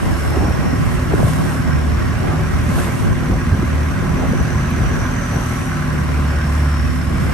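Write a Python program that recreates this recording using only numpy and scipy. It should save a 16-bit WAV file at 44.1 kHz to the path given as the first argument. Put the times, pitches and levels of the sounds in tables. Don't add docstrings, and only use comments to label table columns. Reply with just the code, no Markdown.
import sys
import numpy as np
from scipy import signal
from scipy.fft import rfft, irfft, next_fast_len
from scipy.io import wavfile
from scipy.ndimage import uniform_filter1d

SR = 44100
rng = np.random.default_rng(int(sys.argv[2]) if len(sys.argv) > 2 else 0)


def decibels_to_gain(level_db):
    exponent = np.asarray(level_db, float) / 20
    return 10 ** exponent


def bounce(signal):
    frames = np.transpose(np.atleast_2d(signal))
    limited = np.clip(frames, -1, 1)
    pcm = np.round(limited * 32767).astype(np.int16)
    wavfile.write(sys.argv[1], SR, pcm)


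N = 323253
TIME = np.arange(N) / SR

# pitch_hz, likeness [0-1], right_lead [radians], left_over_right_db
PORT_SPREAD = [(60, 1, 0.29, -6.5), (494, 0.07, -0.53, 0.5), (1130, 0.62, -0.68, -1.5),
               (1780, 0.5, -0.14, -3), (2400, 0.3, -1.28, -1.5), (3840, 0.12, -0.36, 2.5),
               (5200, 0.36, -1, 2), (6900, 0.23, -0.34, 5), (7400, 0.3, 0.33, -1), (7640, .6, -1.1, 3),
               (8450, .99, 0, 0)]
# pitch_hz, likeness
PORT_SPREAD_TOP = [(8450, 1, 0), (8850, 1, 0), (9100, .8, 1.1), (9600, .8, 2.1), (9780, .9, 2.65),
                   (10050, .97, 3.03), (10150, 1, 3.1416), (10330, 1, 3.1416), (10450, .95, 3.4),
                   (10700, .85, 3.8), (11600, .85, 5.7), (11800, .95, 6.2832)]

CALM_WIND_DB = [-31, -25, -32, -35.5]
LULL_FOLLOW = [0.054, 1.0, 0.38, 0.58]
# start_s, level_db
WIND_LULL = [
    (0, 1),
    (3.4, 0),
    (5, -6.5),
    (5.4, -10.5),
    (6.7, -11),
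    (7.33, -1),
]
# centre_s, half_length_s, rumble_alike_db, rumble_apart_db, flutter_db
WIND_GUSTS = [(.08, 0.076, 3, 2, 6), (.45, 0.17, 6.5, 5, 7.5), (.66, 0.074, 1.5, 3, 4),
              (.86, 0.16, 2, 5, 2), (1.2, 0.1, 8.5, 5, 7.5), (1.43, 0.094, -1, 4.5, 4.5),
              (1.71, 0.076, 6, 5, 3), (1.97, 0.11, 4.5, 3, 2), (2.31, .08, 1, 0, 8),
              (2.5, 0.37, 3, 2, -0.3), (2.8, .1, 2, 3, 6.5), (3.07, 0.085, 5.5, 10.5, 3.5),
              (3.31, 0.048, 9.5, 2, 5.5), (3.52, 0.12, 9, 0, -1), (1.03, 0.031, 0, -12, -1),
              (4.3, 0.22, 5, 8, 7), (4.59, 0.056, 7, -1, -1), (4.82, 0.082, 10.5, 7, 5),
              (4.98, 0.083, 4.5, 11, 3.5), (5.38, 0.096, 3, 1, 8.5), (5.92, 0.24, 3, 11.5, 2.5),
              (6.25, 0.2, 2.5, 4, 4.5), (6.88, 0.12, 1, 10.5, -7), (7.2, 0.15, 6.5, 4.5, 3.5)]
# start_s, left_over_right_db
WIND_SIDE = [
    (0, -0.5),
    (2.7, -0.4),
    (3.6, -1),
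    (4.7, 0.2),
    (5.3, 0.5),
    (6.8, -0.5),
    (7.33, -.3),
]
# pitch_hz, level_db [per Hz]
RUMBLE_TONE = [(20, -30), (35, -8.5), (60, 0), (110, -1.5), (200, -8), (300, -18), (500, -29.5)]
# pitch_hz, level_db [per Hz]
RUMBLE_APART_TONE = [(25, -34), (38, -14), (62, -3.5), (110, -3.5), (200, -7.5), (300, -15), (500, -40)]
# pitch_hz, level_db [per Hz]
FLUTTER_TONE = [(120, -54), (220, -2.5), (320, 3), (500, -3.5), (800, -4.5), (1300, -19.5)]
# centre_s, peak [full scale], pitch_hz, length [cycles]
AIR_SLAPS = [(.372, .2, 350, 1.5), (.457, .2, 270, 1), (.485, .2, 220, 1), (.51, .13, 600, .8),
             (.67, .07, 650, 1.2), (.737, .2, 250, 1), (.8, .2, 240, 1), (1.136, .2, 700, 1.3),
             (1.1405, -.46, 380, 1.4), (1.204, -.3, 200, 1.2), (1.231, .28, 600, 1), (1.2495, -.6, 120, 1),
             (1.272, .12, 600, 1.2), (1.308, -.35, 170, .7), (1.4, -.3, 150, .7), (2.7, .18, 190, 4),
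             (3.3, .2, 320, 1.2), (3.342, .3, 130, 1.2), (3.595, -.35, 170, .6), (3.631, .3, 280, .7),
             (3.642, .4, 160, .6), (4.32, .3, 210, 1), (4.335, .15, 500, 1.5), (4.654, .3, 150, .6),
             (4.727, -.35, 190, .8), (4.797, -.3, 110, .7), (6.453, -.35, 150, .6), (7.222, -.3, 150, .6)]

# pitch_hz, level_db [per Hz]
FOAM_TONE = [(1500, -6), (3000, 1.5), (5000, -5), (8300, -0.5), (10300, 3.5), (11500, 1.5), (12100, -6),
             (12500, -12), (12900, -18), (13300, -30)]
# centre_s, half_length_s, level_db [over steady foam]
BOW_WAVES = [(.2, .3, 5.5), (.9, 0.15, 4.5), (1.3, 0.15, 9.5), (1.53, 0.08, 5.5), (2.65, .2, 2),
             (2.81, 0.097, 10), (3.0, 0.06, 6), (5.52, 0.21, 5), (6.57, .08, 3), (6.95, .04, 2),
             (7.28, .12, 3)]
# start_s, peak_db
CLOSE_DROP = [
    (4.705, -22),
]

# start_s, pitch_hz, level_db
WHISTLE = [(0, 5350, -47), (.27, 5280, -45), (.45, 5460, -43), (.7, 5490, -43), (.85, 5480, -51),
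           (1.3, 5480, -49), (1.7, 5400, -46), (2, 5460, -50), (2.6, 5700, -48.5), (4, 5790, -49.5),
           (4.35, 5860, -42.5), (4.8, 5870, -44), (5.25, 5900, -40), (5.55, 5870, -42), (5.9, 5670, -49),
           (6.3, 5420, -47), (6.82, 5400, -44), (7.08, 5220, -48)]

# pitch_hz, level_db [per Hz]
ROAR_TONE = [(180, -10), (300, -10), (420, -11), (700, -8.5), (890, -8), (1150, -2.5), (1600, -6.5),
             (1780, -10), (2600, -13), (3600, -26), (6000, -25.5), (8300, -40)]
# pitch_hz, width_hz, level_db
BLOCK_RINGS = [(577, 82, -9.5), (778, 29, -22), (1033, 34, -11), (1114, 23, -15), (1328, 26, -20),
               (1450, 48, -19), (1604, 176, -9), (1880, 35, -15), (2066, 32, -19.5), (2264, 31, -23.5),
               (2780, 63, -30.5)]
# pitch_hz, width_hz, level_db
HULL_RINGS = [(255.5, 29.6, 2), (357, 26, -7)]
# centre_s, half_length_s, roar_db
PROPELLER_BITES = [
    (1.87, .06, -1),
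    (2.0, 0.024, 1),
    (2.8, 0.13, 2),
    (3.3, 0.54, -1),
    (4.95, 0.32, 1),
    (6.45, 0.077, 0),
    (7.0, 0.16, -2),
]

# start_s, crank_speed [rev/s]
CRANK_SPEED = [(0, 35.9), (.2, 36), (.8, 38.5), (1.4, 38.1), (1.8, 37.2), (2.2, 39.1), (2.8, 39.2),
               (3, 38.5), (3.8, 38.1), (4.2, 39), (4.7, 38.7), (5, 40.2), (5.4, 40.3), (5.8, 37.7),
               (6.4, 36.7), (6.8, 36.8), (7.1, 35.8), (7.33, 35.7)]
# order [times crank speed], panel followed [index], level_db [against that panel]
CRANK_ORDERS = [(2, 0, 0), (3, 1, -.3), (4, 2, 0), (1, 1, -3.5), (5, 2, -8), (6, 1, -5), (2.5, 1, -9),
                (1.5, 2, -14), (6.5, 2, -8), (7, 2, -9), (9, 2, -16), (9.5, 2, -15)]
# order picked out, pitch_hz, width_hz, peak_rms_db
HULL_PANELS = [
    (2, 73, 5, -20.5),
    (3, 119.5, 4, -26),
    (4, 152, 18, -26.5),
]
# centre_s, half_length_s, order_2_db, order_3_db, order_4_db
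HULL_SWELLS = [(0, 0.13, -18, 0, 2), (.45, 0.19, -1, -4, -8.5), (.8, 0.098, -18, -4, -4),
               (1.2, 0.48, -1, 3, 1), (1.97, 0.18, 5, 2, -8), (2.2, 0.079, -7, -1, -1),
               (2.6, 0.11, 2.5, -1, -6.5), (3.1, 0.17, -8, 3, -1), (3.5, .2, -3, 4, -1.5),
               (3.75, 0.15, 3, 2, -1.5), (4, 0.095, -8, -3, 2.5), (4.2, 0.084, 8.5, 0, 1),
               (4.4, .09, -1, 0, -0.5), (4.9, 0.18, 2.5, -3.5, -2.5), (5.75, 0.19, -9, -1, 0.5),
               (6.6, 0.17, 4, 3, -0.5), (7.2, 0.12, -4, 6, 1.5), (7.36, .1, 4, 0, -2)]

# from_hz, silent [% of the time]
FAINT_TOP = [(12440, 55), (12850, 78), (13000, 93)]


def evened(x):
    return x / np.sqrt(np.mean(x ** 2) + 1e-20)


def curves(rows):
    s, *columns = np.transpose(rows)
    return [np.interp(TIME, s, column) for column in columns]


def bumps(rows):
    s, half, *columns = np.transpose(rows)
    coarse = TIME[::64]
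    bells = np.exp(-((coarse[:, None] - s) / half) ** 2)
    return np.array([np.interp(TIME, coarse, bells @ column) for column in columns])


def wander(hz, count=1):
    size = max(int(SR / hz), 1)
    smooth = uniform_filter1d(rng.standard_normal((count, N)), size)
    return evened(uniform_filter1d(smooth, size))


def coloured(x, points):
    hz, db = np.transpose(points)
    size = next_fast_len(N)
    log_hz = np.log(np.fft.rfftfreq(size, 1 / SR) + 1)
    gain = decibels_to_gain(np.interp(log_hz, np.log(hz), db, left=-90, right=-90))
    return evened(irfft(rfft(x, size) * gain, size)[..., :N])


def resonate(x, hz, width):
    r = np.exp(-np.pi * width / SR)
    if np.isscalar(hz):
        pole = r * np.exp(2j * np.pi * hz / SR)
        return 2 * signal.lfilter([1 - r], [1, -pole], x).real
    turn = np.exp(2j * np.pi * np.cumsum(hz) / SR)
    return 2 * (turn * signal.lfilter([1 - r], [1, -r], x / turn)).real


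def patchy(x, depth_db, bins, frames):
    z = signal.stft(x, nperseg=512)[2]
    patches = uniform_filter1d(rng.standard_normal(z.shape[1:]), max(int(bins), 1), 0)
    patches = uniform_filter1d(patches, max(int(frames), 1), 1)
    return evened(signal.istft(z * decibels_to_gain(depth_db * evened(patches)), nperseg=512)[1][:, :N])


def ports(x, twin):
    size = next_fast_len(N)
    f = np.fft.rfftfreq(size, 1 / SR)
    rows = PORT_SPREAD[:-1] + [row + (0,) for row in PORT_SPREAD_TOP]
    hz, like, lead, pan_db = np.transpose(rows)
    like = np.clip(np.interp(f, hz, like), 0, 1)
    left = rfft(x, size)
    right = like * left + np.sqrt(1 - like ** 2) * rfft(twin, size)
    right = right * np.exp(1j * np.interp(f, hz, lead))
    tilt = decibels_to_gain(np.interp(f, hz, pan_db) / 2)
    return irfft(np.array([left * tilt, right / tilt]), size)[:, :N]


def air_slaps():
    out = np.zeros((2, N))
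    for s, peak, hz, cycles in AIR_SLAPS:
        u = np.arange(-1800, 1800) / SR * hz
        swing = peak * np.exp(-(u / cycles) ** 2) * np.cos(2 * np.pi * (u - .05 * u ** 2))
        out[:, round(s * SR) - 1800:][:, :len(u)] += swing
    return out


def wind():
    gusts = bumps(WIND_GUSTS)[[0, 1, 2, 2]]
    level_db = np.c_[CALM_WIND_DB] + np.c_[LULL_FOLLOW] * curves(WIND_LULL)[0] + gusts
    lump_db = np.array([[1.6], [2.5], [2], [2.5]])
    lumps = decibels_to_gain(lump_db * np.clip(wander(45.0, count=4) + .6 * wander(12.0, count=4), -3, 1.9))
    noise = rng.standard_normal((4, N)) * lumps
    common = decibels_to_gain(level_db[0] + 6.5) * coloured(noise[0], RUMBLE_TONE)
    common += decibels_to_gain(level_db[2] - 2.5) * coloured(noise[1], FLUTTER_TONE)
    apart = decibels_to_gain(level_db[1] + 0.7) * coloured(noise[2], RUMBLE_APART_TONE)
    apart += decibels_to_gain(level_db[3] + 1.0) * coloured(noise[3], FLUTTER_TONE)
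    side = decibels_to_gain(1.75 * np.array([[.5], [-.5]]) * curves(WIND_SIDE)[0])
    return np.array([common + apart, common - apart]) * side + air_slaps()


def close_drop():
    out = np.zeros((2, N))
    t = np.arange(-20, 20) / SR
    for s, db in CLOSE_DROP:
        tick = decibels_to_gain(db) * np.exp(-(t / .00012) ** 2) * np.sin(2 * np.pi * 11900 * t)
        out[:, round(s * SR):][:, :len(t)] += tick
    return out


def spray():
    foam_db, drops_per_s = -44, 2500
    drop_size = decibels_to_gain(3.9 * np.minimum(rng.exponential(1, (2, N)), 5))
    drops = drop_size * (rng.random((2, N)) < drops_per_s / SR)
    fizz = rng.standard_normal((2, N)) + 0.45 * evened(drops * rng.standard_normal((2, N)))
    fizz *= decibels_to_gain(0.33 * wander(33.0))
    foam = patchy(coloured(fizz, FOAM_TONE), 1.0, 6.5, 6.5)
    return ports(*(foam * decibels_to_gain(foam_db + bumps(BOW_WAVES)[0]))) + close_drop()


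def puffs(turns, sharp, uneven):
    decay = np.exp(-(2 * turns % 1) / 0.21)
    strength = 1 + uneven * np.sign(.5 - turns % 1) + .3 * (turns % 2 < .5)
    return 1 + sharp * decay * strength


def turbo(turns):
    hz, db = curves(WHISTLE)
    hz = hz * (1 + .009 * np.sin(2 * np.pi * turns) + .004 * wander(12.0)[0])
    noise = rng.standard_normal((2, N))
    lines = 0
    for ratio, width_hz, line_db in [(1, 90, 0), (1.036, 140, -5), (1.015, 500, -1.5)]:
        line = resonate(resonate(noise, hz * ratio, width_hz), hz * ratio, width_hz)
        lines = lines + decibels_to_gain(line_db) * evened(line)
    near, other = evened(lines * puffs(turns, 0.93, 0.65)) * decibels_to_gain(db - 0.5)
    return np.array([decibels_to_gain(3) * near, decibels_to_gain(-5) * (.3 * near + .95 * other)])


def roar(turns):
    roar_db, boom_db = -28, -36.5
    noise = rng.standard_normal((2, N)) * puffs(turns, 0.23, 0.91)
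    block = sum(decibels_to_gain(db) * evened(resonate(noise, hz, width)) for hz, width, db in BLOCK_RINGS)
    hull = sum(decibels_to_gain(db) * evened(resonate(resonate(noise, hz, width), hz, width))
               for hz, width, db in HULL_RINGS)
    clatter = patchy(coloured(noise, ROAR_TONE) + block, 1.42, 3.5, 8.5)
    clatter = decibels_to_gain(roar_db + bumps(PROPELLER_BITES)[0]) * clatter
    return ports(*(clatter + decibels_to_gain(boom_db) * hull))


def drone(turns, speed):
    panel_db = [db - 10 * np.log10(1 + (2 * (order * speed - hz) / width) ** 2)
                for order, hz, width, db in HULL_PANELS]
    level_db = bumps(HULL_SWELLS) + panel_db
    waver, phase = wander(4.0, count=len(CRANK_ORDERS)), rng.random(len(CRANK_ORDERS))
    total = 0
    for (order, panel, db), w, p in zip(CRANK_ORDERS, waver, phase):
        level = decibels_to_gain(level_db[panel] + db + 2.2 * w)
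        total = total + level * np.cos(2 * np.pi * (order * turns + p))
    return np.sqrt(2) * total


def scene():
    speed = curves(CRANK_SPEED)[0]
    turns = np.cumsum(speed * (1 + .002 * wander(8.0)[0])) / SR
    hull_drone = drone(turns, speed) * decibels_to_gain([[-.4], [.4]])
    return wind() + spray() + turbo(turns) + roar(turns) + hull_drone


def roll_off(x):
    return signal.sosfilt(signal.butter(12, 13160, fs=SR, output="sos"), x)


def record(dry):
    cut = signal.sosfilt(signal.butter(2, 30, "highpass", fs=SR, output="sos"), dry)
    limited = 1.534 * np.tanh(cut / 1.5)
    hz, _, z = signal.stft(limited, SR, nperseg=2048)
    for edge_hz, share in FAINT_TOP:
        power = (abs(z[:, hz > edge_hz]) ** 2).sum((0, 1))
        z[:, hz > edge_hz] *= power > np.percentile(power, share)
    mix = signal.istft(z, SR, nperseg=2048)[1][:, :N]
    return roll_off(mix)


dry = scene()
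out = record(dry)
bounce(out)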